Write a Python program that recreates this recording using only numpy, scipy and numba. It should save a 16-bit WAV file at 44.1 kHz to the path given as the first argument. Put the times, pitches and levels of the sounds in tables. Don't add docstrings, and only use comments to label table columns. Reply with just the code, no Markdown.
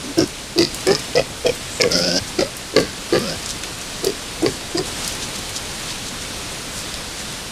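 import sys
import numpy as np
from scipy import signal
from scipy.fft import rfft, irfft, next_fast_len
from scipy.io import wavfile
from scipy.ndimage import uniform_filter1d, minimum_filter1d, map_coordinates
from numba import njit

SR = 44100
rng = np.random.default_rng(int(sys.argv[2]) if len(sys.argv) > 2 else 0)


def gain_from_db(level_db):
    decades = np.asarray(level_db, float) / 20
    return 10 ** decades


def wrap_up_sound(samples):
    columns = np.atleast_2d(samples).T
    tamed = np.clip(columns, -1, 1)
    steps = np.round(tamed * 32767).astype(np.int16)
    wavfile.write(sys.argv[1], SR, steps)


N = 331191

# start_s, hold_s, fade_30db_s, nasal_ring_db, nostril_air_re_ring_db
GRUNT_TIMING = [(0.034, 0.089, 3, -33, -11), (0.171, 0.054, 0.06, -12.5, -10),
                (0.578, 0.036, 0.15, -14, -5), (0.864, 0.052, 0.14, -14.5, -11),
                (1.151, 0.047, 0.09, -17.5, -9), (1.446, 0.03, 0.12, -19, -9),
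                (1.797, 0.062, 0.2, -18, -15), (2.383, 0.033, 0.08, -17, -4.5),
                (2.758, 0.028, 0.19, -13, -10), (3.124, 0.044, 0.08, -14.5, -10.5),
                (4.031, 0.0692, 0.1, -24, -6), (4.46, 0.0094, 0.1, -14, -13),
                (4.746, 0.046, 0.09, -18.5, -12)]
# nasal_start_hz, nasal_end_of_hold_hz, sinus_hz, sinus_db, nostril_hz
GRUNT_NOSE = [(272.7, 274, 370, -23, 5800), (333.4, 355, 510, -7, 5370), (339.8, 346, 454, -13.5, 4750),
              (350, 400, 500, 0, 5100), (459.2, 520, 637, 0.5, 5060), (474.1, 488, 654, -1.5, 5300),
              (488.9, 470, 520, -6, 5200), (334.5, 390, 570, -3.5, 4880), (440, 442, 318, -1, 4480),
              (365, 400, 480, -1, 4500), (373, 403, 665, -10.5, 4660), (388.7, 410, 735, -18, 4560),
              (323, 360, 595, -12, 4870)]
# opening_re_ring_db, low_hz, middle_hz, high_hz, low_over_high_db
GRUNT_MOUTH = [(-22, 1200, 1920, 2400, 2), (-17.5, 1270, 1550, 2690, -1), (-15.5, 1280, 2020, 2510, 2.5),
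               (-12, 980, 1752, 2240, 1), (-11.5, 1270, 1990, 2490, -4), (-14, 2330, 2520, 3250, 0),
               (-15, 1700, 2140, 2330, 2), (-10.5, 1340, 2020, 2340, 8.5), (-14.5, 1143, 1654, 2090, 0.5),
               (-11, 1170, 1680, 1950, 9), (-17.5, 1200, 1890, 2430, 14), (-18, 1100, 1693, 2020, 0),
               (-22, 1040, 1850, 2300, 15)]
# steady_whistle_share (0-1), octave_db, palate_hz, palate_re_middle_mouth_db,
# mouth_sag_per_s
GRUNT_VOICE = [(0.2, -20, 3000, -20, .4), (0.7, -14, 2200, -3, 0.49), (0.3, -11.5, 930, -5, 0.26),
               (.6, -11, 1150, -0.5, -.6), (.1, -22, 3250, -3, -.4), (.2, -20, 1850, -8, .4),
               (.35, -24, 1150, -7, .8), (0.5, -8, 3600, -10, .4), (0.07, -19, 2700, -9, 0.45),
               (.2, -7.5, 2400, -10, .05), (0.12, -17, 1077, -8, .4), (0.54, -13.5, 2250, -5, .4),
               (0.6, -11, 2900, -7, 0.21)]
# start_s, length_s, level_db
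LEAD_INS = [
    (0.56, 0.02, -21.5),
    (2.737, 0.021, -27),
    (4.423, 0.027, -14.5),
    (4.449, .011, -22),
]
# time_s, level_db
NOSTRIL_SNAPS = [(0.1875, -6), (0.195, -25), (0.2048, -6), (0.213, -20), (.5784, -6), (.631, -4),
                 (0.65, -4), (0.9145, -8), (0.9205, -5), (.93, -13), (.95, -2), (0.9558, -5), (1.1553, -11),
                 (1.161, -7), (2.387, -17), (2.4082, -9), (2.802, -15), (3.1253, -14), (3.142, -14),
                 (3.295, -14), (4.0445, -9), (4.07, -4), (1.918, -10), (1.9213, -6), (4.7742, -9),
                 (4.7814, -3), (4.789, -7)]
# time_s, nostril_db, mouth_db
LIP_SMACKS = [(.5871, 1.5, -11), (.6035, -14, -17), (.6092, -9, -11), (.6222, -3, -13.5),
              (.8697, -8.5, -12.5), (.8939, -20, -12.5), (1.1728, -10, -12), (1.1815, -11, -11),
              (1.1925, -10, -10.5), (1.4642, -12, -12), (1.467, -7, -13), (1.4735, -13, -16),
              (1.4936, -16, -12), (1.8005, -33, -12), (1.8068, -14, -11), (1.8125, -3, -12),
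              (1.8185, 3, -13), (1.836, -11, -2), (1.8409, -29, -27), (2.3934, -16, -16),
              (2.4246, -20, -15), (2.765, -1.5, -3), (2.786, -12, -6.5), (3.1542, -23, -17),
              (3.1573, -13, -10.5), (4.4625, -5, -8)]
# time_s, peak_db
HARD_FLAPS = [(1.1512, -1), (1.157, -2), (1.166, 0), (1.1722, 3), (1.194, 4), (1.4475, -3), (1.4575, -4),
              (1.4635, 2), (1.491, 1), (1.4954, 2), (1.8, -3), (1.8062, -1), (1.8125, -6), (1.8215, -2),
              (1.833, 0), (1.856, 1), (2.386, -2), (2.763, 4.5), (2.781, 7), (3.125, 0.5), (3.159, 0),
              (4.0415, -6), (4.05, -5), (4.068, 3), (4.092, -6), (4.8085, -3), (4.422, -29), (4.461, 7.5)]
# time_s, share
NOSTRIL_FLARE = [(0, 0.19), (2.5, 0.35), (2.7, 0.29), (4.6, 0.24), (4.7, .12)]
# time_s, effort_db, mouth_hz, tongue_hz
SNORT_PATHS = [
    [(1.9, -36, 1400, 1950), (1.917, -24, 1410, 1960), (1.938, -23, 1420, 1980), (1.956, -21, 1414, 2000),
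     (1.995, -24.5, 1420, 2050), (2.02, -24, 1436, 2380), (2.096, -24, 1510, 2660),
     (2.155, -25, 1540, 2800), (2.177, -19.5, 1546, 2870), (2.196, -31, 1570, 2900)],
    [(3.19, -30.5, 1118, 2400), (3.248, -31.5, 1290, 2500), (3.298, -27.5, 1420, 2600),
     (3.342, -31.5, 1580, 2950), (3.38, -45, 1640, 3000)],
]
# centre_hz, width_hz, level_db
SNORT_CHEST = [
    (271, 35, 4),
    (373, 35, 11),
    (518, 30, 1),
]
# centre_hz, width_hz, level_db
SNORT_NOSTRIL = [
    (3800, 130, -5),
    (4690, 740, 4.5),
    (5220, 380, 6),
    (6200, 480, -7),
    (7500, 720, -6),
    (10600, 2600, -30),
]
# time_s, level_db, pitch_hz
SNORT_GROAN = [
    [(3.195, -33, 215), (3.215, -29, 225), (3.235, -30.5, 235), (3.25, -29.5, 200), (3.28, -30, 179),
     (3.315, -33, 155), (3.335, -45, 145)],
    [(3.35, -43, 110), (3.368, -30, 100), (3.385, -45, 95)],
]
# time_s, level_db, pitch_hz
CHEST_SIGH = [
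    (2.198, -48, 125),
    (2.22, -23, 111),
    (2.245, -50, 100),
]
# time_s, level_db, pitch_hz
SOFT_VOICE = [
    (.03, -40, 260),
    (.045, -27, 252),
    (.07, -38, 255),
    (.09, -27, 263),
    (.125, -38, 249.4),
]
# time_s, level_db, pitch_hz
RING_AGAIN = [
    [(.229, -35, 290), (.237, -23, 280), (.243, -20, 275), (.248, -44, 270)],
    [(2.417, -47, 540), (2.425, -13.5, 549.7), (2.432, -15, 536), (2.437, -35, 543), (2.455, -29, 544),
     (2.5, -40, 586)],
    [(3.172, -35, 410), (3.18, -21, 380), (3.188, -25, 340), (3.194, -30, 300)],
]
# time_s, level_db, pitch_hz
UNDERVOICE = [
    (1.914, -40, 84),
    (1.93, -31, 85),
    (1.96, -28, 88),
    (1.986, -34, 87.8),
    (2.002, -30.5, 86.4),
    (2.066, -31.5, 89.5),
    (2.11, -32, 88),
    (2.175, -30, 92.4),
    (2.196, -42, 92.7),
]
# multiple, level_db
UNDERVOICE_OVERTONES = [(2, -2), (3, 0), (4, -4), (5, -7), (6, 0), (7, -2), (8, -10), (9, -14)]
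# time_s, peak_db, centre_hz, spread_octaves
TWIG_TICKS = [(0.1837, -11, 10800, .55), (0.2753, -13.5, 9300, .43), (0.587, -11, 10190, .5),
              (0.7455, -6.5, 9500, .8), (0.8074, -13, 8000, .8), (0.8700, -4.5, 8060, .7),
              (1.4661, -11, 8000, .8), (1.8176, -12, 11000, 0.82), (1.9126, -11, 10000, .6),
              (2.5676, -9.5, 10300, .39), (2.802, -7, 6160, .52), (3.1916, -11, 10000, .36),
              (3.4286, -11, 6200, .3), (3.46, -5, 6050, .52), (3.506, -9, 6200, .63),
              (3.6361, -8, 3800, 1.1), (3.7863, -15, 10000, .5), (3.8144, -11, 6200, .49),
              (4.047, -3, 9400, 0.72), (4.4268, -10, 8000, .5), (5.0765, -7, 5000, .18),
              (5.0775, -5.5, 9500, .6), (5.125, -12, 6000, .8), (5.152, -13.5, 10000, .5),
              (5.4939, -10, 9167, .53), (6.2213, -12.5, 6170, .34), (6.941, -7.5, 4800, 0.84),
              (7.3248, -13, 8000, .8)]
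# time_s, level_db, length_s, centre_hz
LITTER_CRUNCHES = [(0.996, -29, 0.013, 7000), (1.134, -28, 0.0087, 2500), (1.93, -22, 0.011, 4400),
                   (5.39, -30, .012, 8300), (5.048, -26, .012, 5900), (2.288, -31, 0.03, 6300),
                   (1.99, -32, .06, 8500), (.62, -33, 0.037, 7200), (2.8, -34.5, .04, 9600),
                   (4.5, -36, 0.13, 7000), (1.55, -38, .06, 10000), (3.504, -26, 0.038, 5600),
                   (3.641, -29.5, 0.018, 2700), (4.78, -36, 0.017, 8050), (4.876, -30, 0.045, 6700),
                   (5.052, -32, 0.2, 6100), (5.235, -27, 0.041, 4900), (5.357, -29.5, 0.025, 6200),
                   (5.567, -23, 0.031, 5600), (5.904, -29.5, 0.054, 3800), (6.079, -29.5, 0.049, 5300),
                   (6.784, -31.5, 0.078, 7300), (7.2, -33, 0.062, 6100)]
# time_s, level_db, length_s, centre_hz
NOSTRIL_SNIFFS = [
    (1.775, -34, 0.15, 7500),
    (4.783, -30.5, .02, 7650),
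]
# time_s, level_db
BREEZE = [(0, -32), (.37, -34), (.608, -35.5), (.778, -30.5), (1.212, -32.5), (1.75, -32), (2.28, -31.5),
          (2.54, -34), (3.36, -30.5), (3.87, -31.5), (4.8, -31), (4.99, -30), (5.82, -30), (6.2, -31.5),
          (6.94, -30), (7.51, -32.5)]
# frequency_hz, density_db
LEAF_SPECTRUM = [(410, -20), (700, -1), (728, -4.5), (1330, -3), (2430, -1), (3790, 0), (9350, -6),
                 (14600, -23), (15400, -26), (16000, -75)]
# frequency_hz, density_db
RUMBLE_SPECTRUM = [(12, -41), (20, -1.5), (80, -4.5), (251, -5.5), (335, -8.5), (536, -9.5), (677, -14),
                   (1500, -17.5), (1950, -25.5), (3300, -120)]


def unit(x):
    return x / np.sqrt(np.mean(x ** 2) + 1e-20)


def curves(tables):
    s, db, *cols = np.transpose([row for table in tables for row in table])
    t = np.arange(N) / SR
    on = sum((t >= table[0][0]) & (t <= table[-1][0]) for table in tables) > 0
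    level = gain_from_db(np.interp(t, s, db)) * uniform_filter1d(on * 1., size=90)
    return [level] + [np.interp(t, s, c) for c in cols]


def wobble(rate):
    return map_coordinates(rng.standard_normal(int(N * rate / SR) + 4), [np.arange(N) * rate / SR])


def filtered(x, response):
    m = next_fast_len(N + 8192)
    return irfft(rfft(x, m) * response(np.fft.rfftfreq(m, 1 / SR)), m)[:N]


def modes(x, table):
    def response(f):
        total = 0
        for k, (centre, width, db) in enumerate(table):
            damping = 1j * f * width
            total = total + (-1) ** k * gain_from_db(db) * damping / (centre * centre - f * f + damping)
        return total
    return filtered(x, response)


@njit
def resonate(x, cosine, r):
    y = np.zeros(len(x))
    for i in range(2, len(x)):
        y[i] = x[i] - x[i - 2] + 2 * r * cosine[i] * y[i - 1] - r * r * y[i - 2]
    return y


def cavity(x, hz, width_hz):
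    for w in (width_hz, 3 * width_hz):
        r = np.exp(-np.pi * w / SR)
        x = resonate(x, np.cos(2 * np.pi * hz / SR), r) * (1 - r * r) / 2
    return x


def even(x, span_s):
    return x / np.sqrt(np.abs(uniform_filter1d(x * x, int(span_s * SR))) + 1e-3 * np.mean(x * x))


def flaps(rate_hz, jitter, scatter_db, pattern_db=(0,)):
    speed_hz = rate_hz * np.clip(1 + jitter * wobble(150), .2, 3)
    turn = np.cumsum(speed_hz).astype(int) // SR
    size = gain_from_db(scatter_db * rng.standard_normal(N) + np.resize(pattern_db, N))
    return np.diff(turn, prepend=0) * size[turn]


def gated(pulses, decay_s):
    return signal.lfilter([1], [1, -np.exp(-1 / (decay_s * SR))], pulses) * rng.standard_normal(N)


def clicks(s, db):
    return np.bincount(np.round(s * SR).astype(int), gain_from_db(db), N)


def grunts():
    t = np.arange(N) / SR
    now = np.maximum(np.searchsorted(np.array(GRUNT_TIMING)[:, 0] - .05, t) - 1, 0)
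    start, hold, fade, ring_db, air_db = np.array(GRUNT_TIMING)[now].T
    open_hz, close_hz, sinus_hz, sinus_db, nostril_hz = np.array(GRUNT_NOSE)[now].T
    steady, octave_db, palate_hz, palate_db, sag_per_s = np.array(GRUNT_VOICE)[now].T
    mouth_db, *jaw_hz, tilt_db = np.array(GRUNT_MOUTH)[now].T
    age = t - start
    nasal_hz = open_hz + (close_hz - open_hz) * np.clip(age / hold, -3, 1.8)
    sag = 1 - sag_per_s * np.clip(age - hold / 2, -.05, .08)
    low_hz, mid_hz, high_hz, palate_hz = np.array(jaw_hz + [palate_hz]) * sag
    flare = np.interp(t, *np.transpose(NOSTRIL_FLARE))

    def swell(db, rise_db, rise_s, lag_s, slower):
        below_db = rise_db * np.clip(1 - age / rise_s, 0, 1)
        fade_db = 30 * (np.maximum(age - hold - lag_s, 0) / (slower * fade)) ** 1.04
        return gain_from_db(ring_db + db - (below_db + fade_db)) * np.clip(age / .002, 0, 1)

    def nose(x):
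        ring = cavity(x, nasal_hz, width_hz=79.0)
        sinus = gain_from_db(sinus_db) * cavity(x, sinus_hz, width_hz=57)
        return ring + sinus + 0.039 * cavity(x, 1.92 * nasal_hz, width_hz=390)

    def mouth(x):
        side_db = -3
        y = gain_from_db(side_db + tilt_db / 2) * cavity(x, low_hz, width_hz=55)
        y -= cavity(x, mid_hz, width_hz=100)
        y += gain_from_db(side_db - tilt_db / 2) * cavity(x, high_hz, width_hz=140)
        y += gain_from_db(palate_db) * cavity(x, palate_hz, width_hz=62)
        return y - gain_from_db(-15) * cavity(x, np.full(N, 2900), width_hz=550)

    def nostril(x):
        sides = cavity(x, 0.866 * nostril_hz, width_hz=670) + cavity(x, 1.06 * nostril_hz, width_hz=1440)
        return cavity(x, nostril_hz, width_hz=280) - flare * sides

    push = flaps(np.full(N, 125.), jitter=.45, scatter_db=4)
    drive = unit(push) + .4 * unit(gated(push, decay_s=.004))
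    puffs = gated(push + 0.0036, decay_s=0.002)

    phase = 2 * np.pi * np.cumsum(nasal_hz * (1 + .03 * wobble(70))) / SR
    whistle = gain_from_db(1 + 2.5 * wobble(70)) * (np.sin(phase) - gain_from_db(octave_db) * np.cos(2 * phase))
    steady = np.clip(steady, 0, 1)
    ring = np.sqrt(1 - steady) * even(nose(drive), span_s=0.0097) + np.sqrt(steady) * whistle
    lead_in = sum(gain_from_db(db) * ((t > s) & (t < s + length)) for s, length, db in LEAD_INS)
    lead_in = uniform_filter1d(lead_in, size=90)
    attack_s = 0.009
    voice = (swell(0, 6.5, attack_s, lag_s=0, slower=0.54) + lead_in) * ring

    chest = modes(modes(drive, [(129, 59, -1.1), (293, 95, -2)]), [(170, 460, 0)])
    voice += swell(-8.5, 5.5, hold, lag_s=0.0085, slower=1) * even(chest, span_s=0.0295)
    oral = even(mouth(drive + .5 * unit(puffs)), span_s=0.024)
    voice += swell(mouth_db, 13, attack_s, lag_s=-0.0055, slower=1.24) * oral
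    air = even(nostril(puffs), span_s=0.039)
    voice += swell(-4 + air_db, 23, attack_s, lag_s=0.002, slower=1.23) * air

    wet = LIP_SMACKS + [(s, db, db - 17) for s, db in NOSTRIL_SNAPS]
    s, snap_air_db, snap_mouth_db = np.transpose(wet)
    spit, smack = clicks(s, snap_air_db), clicks(s, snap_mouth_db)
    snaps = gain_from_db(27.0) * nostril(spit + 0.14 * gated(spit, decay_s=0.00059))
    snaps += gain_from_db(32.5) * mouth(smack + 0.12 * gated(smack, decay_s=0.00057))
    thumps = gain_from_db(31.5) * cavity(clicks(*np.transpose(HARD_FLAPS)), 1.014 * nasal_hz, width_hz=68)
    return voice + snaps - thumps


def snorts():
    t = np.arange(N) / SR
    body, mouth_hz, tongue_hz = curves(SNORT_PATHS)
    effort_db = np.clip(20 * np.log10(body + 1e-9) + 25, -9, 9)
    flutter_hz = 87.7 + 0.5 * effort_db
    air_db = 1.6 + 0.76 * effort_db
    nostril_hz = 4950 + 14 * effort_db
    flare = np.interp(t, *np.transpose(NOSTRIL_FLARE))
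    push = flaps(3 * flutter_hz, jitter=.06, scatter_db=2.5, pattern_db=(0, -3, -5))
    drive = unit(push) + .3 * unit(gated(push, decay_s=.002))
    every_third = (push > 0) * (np.cumsum(push > 0) % 3 == 0)
    cycle = .5 * unit(every_third) + drive

    chest = cavity(modes(cycle, SNORT_CHEST), np.full(N, 280.), width_hz=680)
    chest += 2.16 * cavity(cycle, np.full(N, 168.), width_hz=79)
    throat = cavity(cavity(cycle, 0.391 * mouth_hz, width_hz=108), 0.389 * mouth_hz, width_hz=250)
    low = even(2 * flare * chest + 1.5 * gain_from_db(3.3 * wobble(35)) * throat, span_s=0.02)
    low *= gain_from_db(-4 * (t < 3))

    mouth = cavity(drive, mouth_hz, width_hz=65) + 0.42 * cavity(drive, tongue_hz, width_hz=170)
    mouth += 0.3 * cavity(drive, np.full(N, 3130.), width_hz=160)
    mouth += 0.07 * cavity(drive, 1.72 * mouth_hz, width_hz=220)
    spit = unit(push * gain_from_db(1.5 * wobble(120))) + 0.6 * unit(gated(push + 0.001, decay_s=0.001))
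    air = flare * modes(spit, SNORT_NOSTRIL) + cavity(spit, nostril_hz, width_hz=750)
    blown = low + gain_from_db(-6.5) * even(mouth, span_s=0.044) + gain_from_db(air_db) * even(air, span_s=0.0297)
    return body * blown + voiced_tones()


def voiced_tones():
    level, pitch_hz = curves(sorted([SOFT_VOICE, CHEST_SIGH] + SNORT_GROAN + RING_AGAIN))
    return level * np.sqrt(2) * np.sin(2 * np.pi * np.cumsum(pitch_hz * (1 + 0.05 * wobble(60))) / SR)


def hum():
    level, pitch_hz = curves([UNDERVOICE])
    phase = 2 * np.pi * np.cumsum(pitch_hz * (1 + .012 * wobble(40))) / SR
    overtones = sum(gain_from_db(db + 3.5 * wobble(45)) * np.sin(round(k) * phase) for k, db in UNDERVOICE_OVERTONES)
    return level * np.sqrt(2) * overtones


def burst(n, hz, spread):
    f = np.fft.rfftfreq(n, 1 / SR) + 1
    band = np.exp(-.5 * (np.log2(f / hz) / spread) ** 2) / (1 + (f / 11000) ** 4)
    return unit(irfft(rfft(rng.standard_normal(n)) * band, n))


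def litter():
    out, t = np.zeros(N + SR), np.arange(8192) / SR
    for s, db, hz, spread in TWIG_TICKS:
        tick = gain_from_db(-60 * t[:4096] / 0.011)
        lingering = gain_from_db(-16.5 - 60 * t[:4096] / 0.24)
        level = max(gain_from_db(db - 9.0) - .03, 0)
        out[round(s * SR):][:4096] += level * (tick + lingering) * burst(4096, hz, spread)
    crunches = [(*row, 0.66) for row in LITTER_CRUNCHES]
    sniffs = [(*row, .16) for row in NOSTRIL_SNIFFS]
    for s, db, length, hz, spread in crunches + sniffs:
        grain = gain_from_db(2.6 * uniform_filter1d(rng.standard_normal(8192), size=60) * np.sqrt(60))
        swell = np.exp(-4 * ((t - t[4096]) / length) ** 2)
        out[round(s * SR) - 4096:][:8192] += gain_from_db(db) * swell * unit(grain) * burst(8192, hz, spread)
    return out[:N]


def rush(spectrum, patchy_db):
    z = signal.stft(rng.standard_normal(N + 512), nperseg=512)[2]
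    field = uniform_filter1d(rng.standard_normal(z.shape), size=8, axis=0)
    field = uniform_filter1d(field, size=10, axis=1)
    noise = signal.istft(z * gain_from_db(patchy_db * unit(field)), nperseg=512)[1][:N]
    f, db = np.transpose(spectrum)
    return unit(filtered(noise, lambda hz: gain_from_db(np.interp(np.log(hz + 1), np.log(f), db))))


def forest():
    breeze_db = np.interp(np.arange(N) / SR, *np.transpose(BREEZE))
    ticks = (rng.random(N) < 25 / SR) * gain_from_db(np.minimum(3 * rng.exponential(size=N), 3))
    leaves = rush(LEAF_SPECTRUM, patchy_db=.6) * (1 + .16 * signal.lfilter([1], [1, -.992], ticks))
    leaves *= gain_from_db(breeze_db + .7 * wobble(4.8))
    rumble = gain_from_db(.5 * wobble(6)) * rush(RUMBLE_SPECTRUM, patchy_db=.6)
    rumble_db = -34.5 + 0.78 * (breeze_db - breeze_db.mean())
    return leaves + gain_from_db(rumble_db) * rumble


def scene():
    boar = grunts() + snorts()
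    tail = rng.standard_normal(8000) * gain_from_db(-60 * np.arange(8000) / SR / 0.099)
    scattered = gain_from_db(-23) * signal.fftconvolve(boar, tail / np.linalg.norm(tail))[:N]
    near = boar + scattered + litter() + forest() + hum()
    return np.array([near, near])


def roll_off(x):
    return signal.sosfilt(signal.butter(12, 16330, fs=SR, output="sos"), x)


def record(dry):
    clipped = np.clip(dry[0], -1, 1)
    top = filtered(clipped, lambda hz: (hz > 15200) * (hz < 16300))
    power = uniform_filter1d(top ** 2, size=256)
    loud = power > np.median(power) * gain_from_db(17) ** 2
    gate = -minimum_filter1d(-1. * loud, size=500)
    mono = filtered(clipped, lambda hz: hz <= 15200)
    mono = mono + top * (.03 + .5 * uniform_filter1d(gate, size=200))
    hz, t, z = signal.stft(mono, SR, nperseg=2048)
    low_hz, chance = 4500 * 3 ** rng.random(len(t)), rng.random(len(t))
    patch = (chance < .09) & (hz[:, None] > low_hz) & (hz[:, None] < 1.4 * low_hz)
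    scrambled = patch * z * np.exp(2j * np.pi * rng.random(z.shape))
    side = gain_from_db(-5.5) * signal.istft(scrambled, SR, nperseg=2048)[1][:N]
    return roll_off(np.array([mono + side, mono - side]))


dry = scene()
out = record(dry)
wrap_up_sound(out)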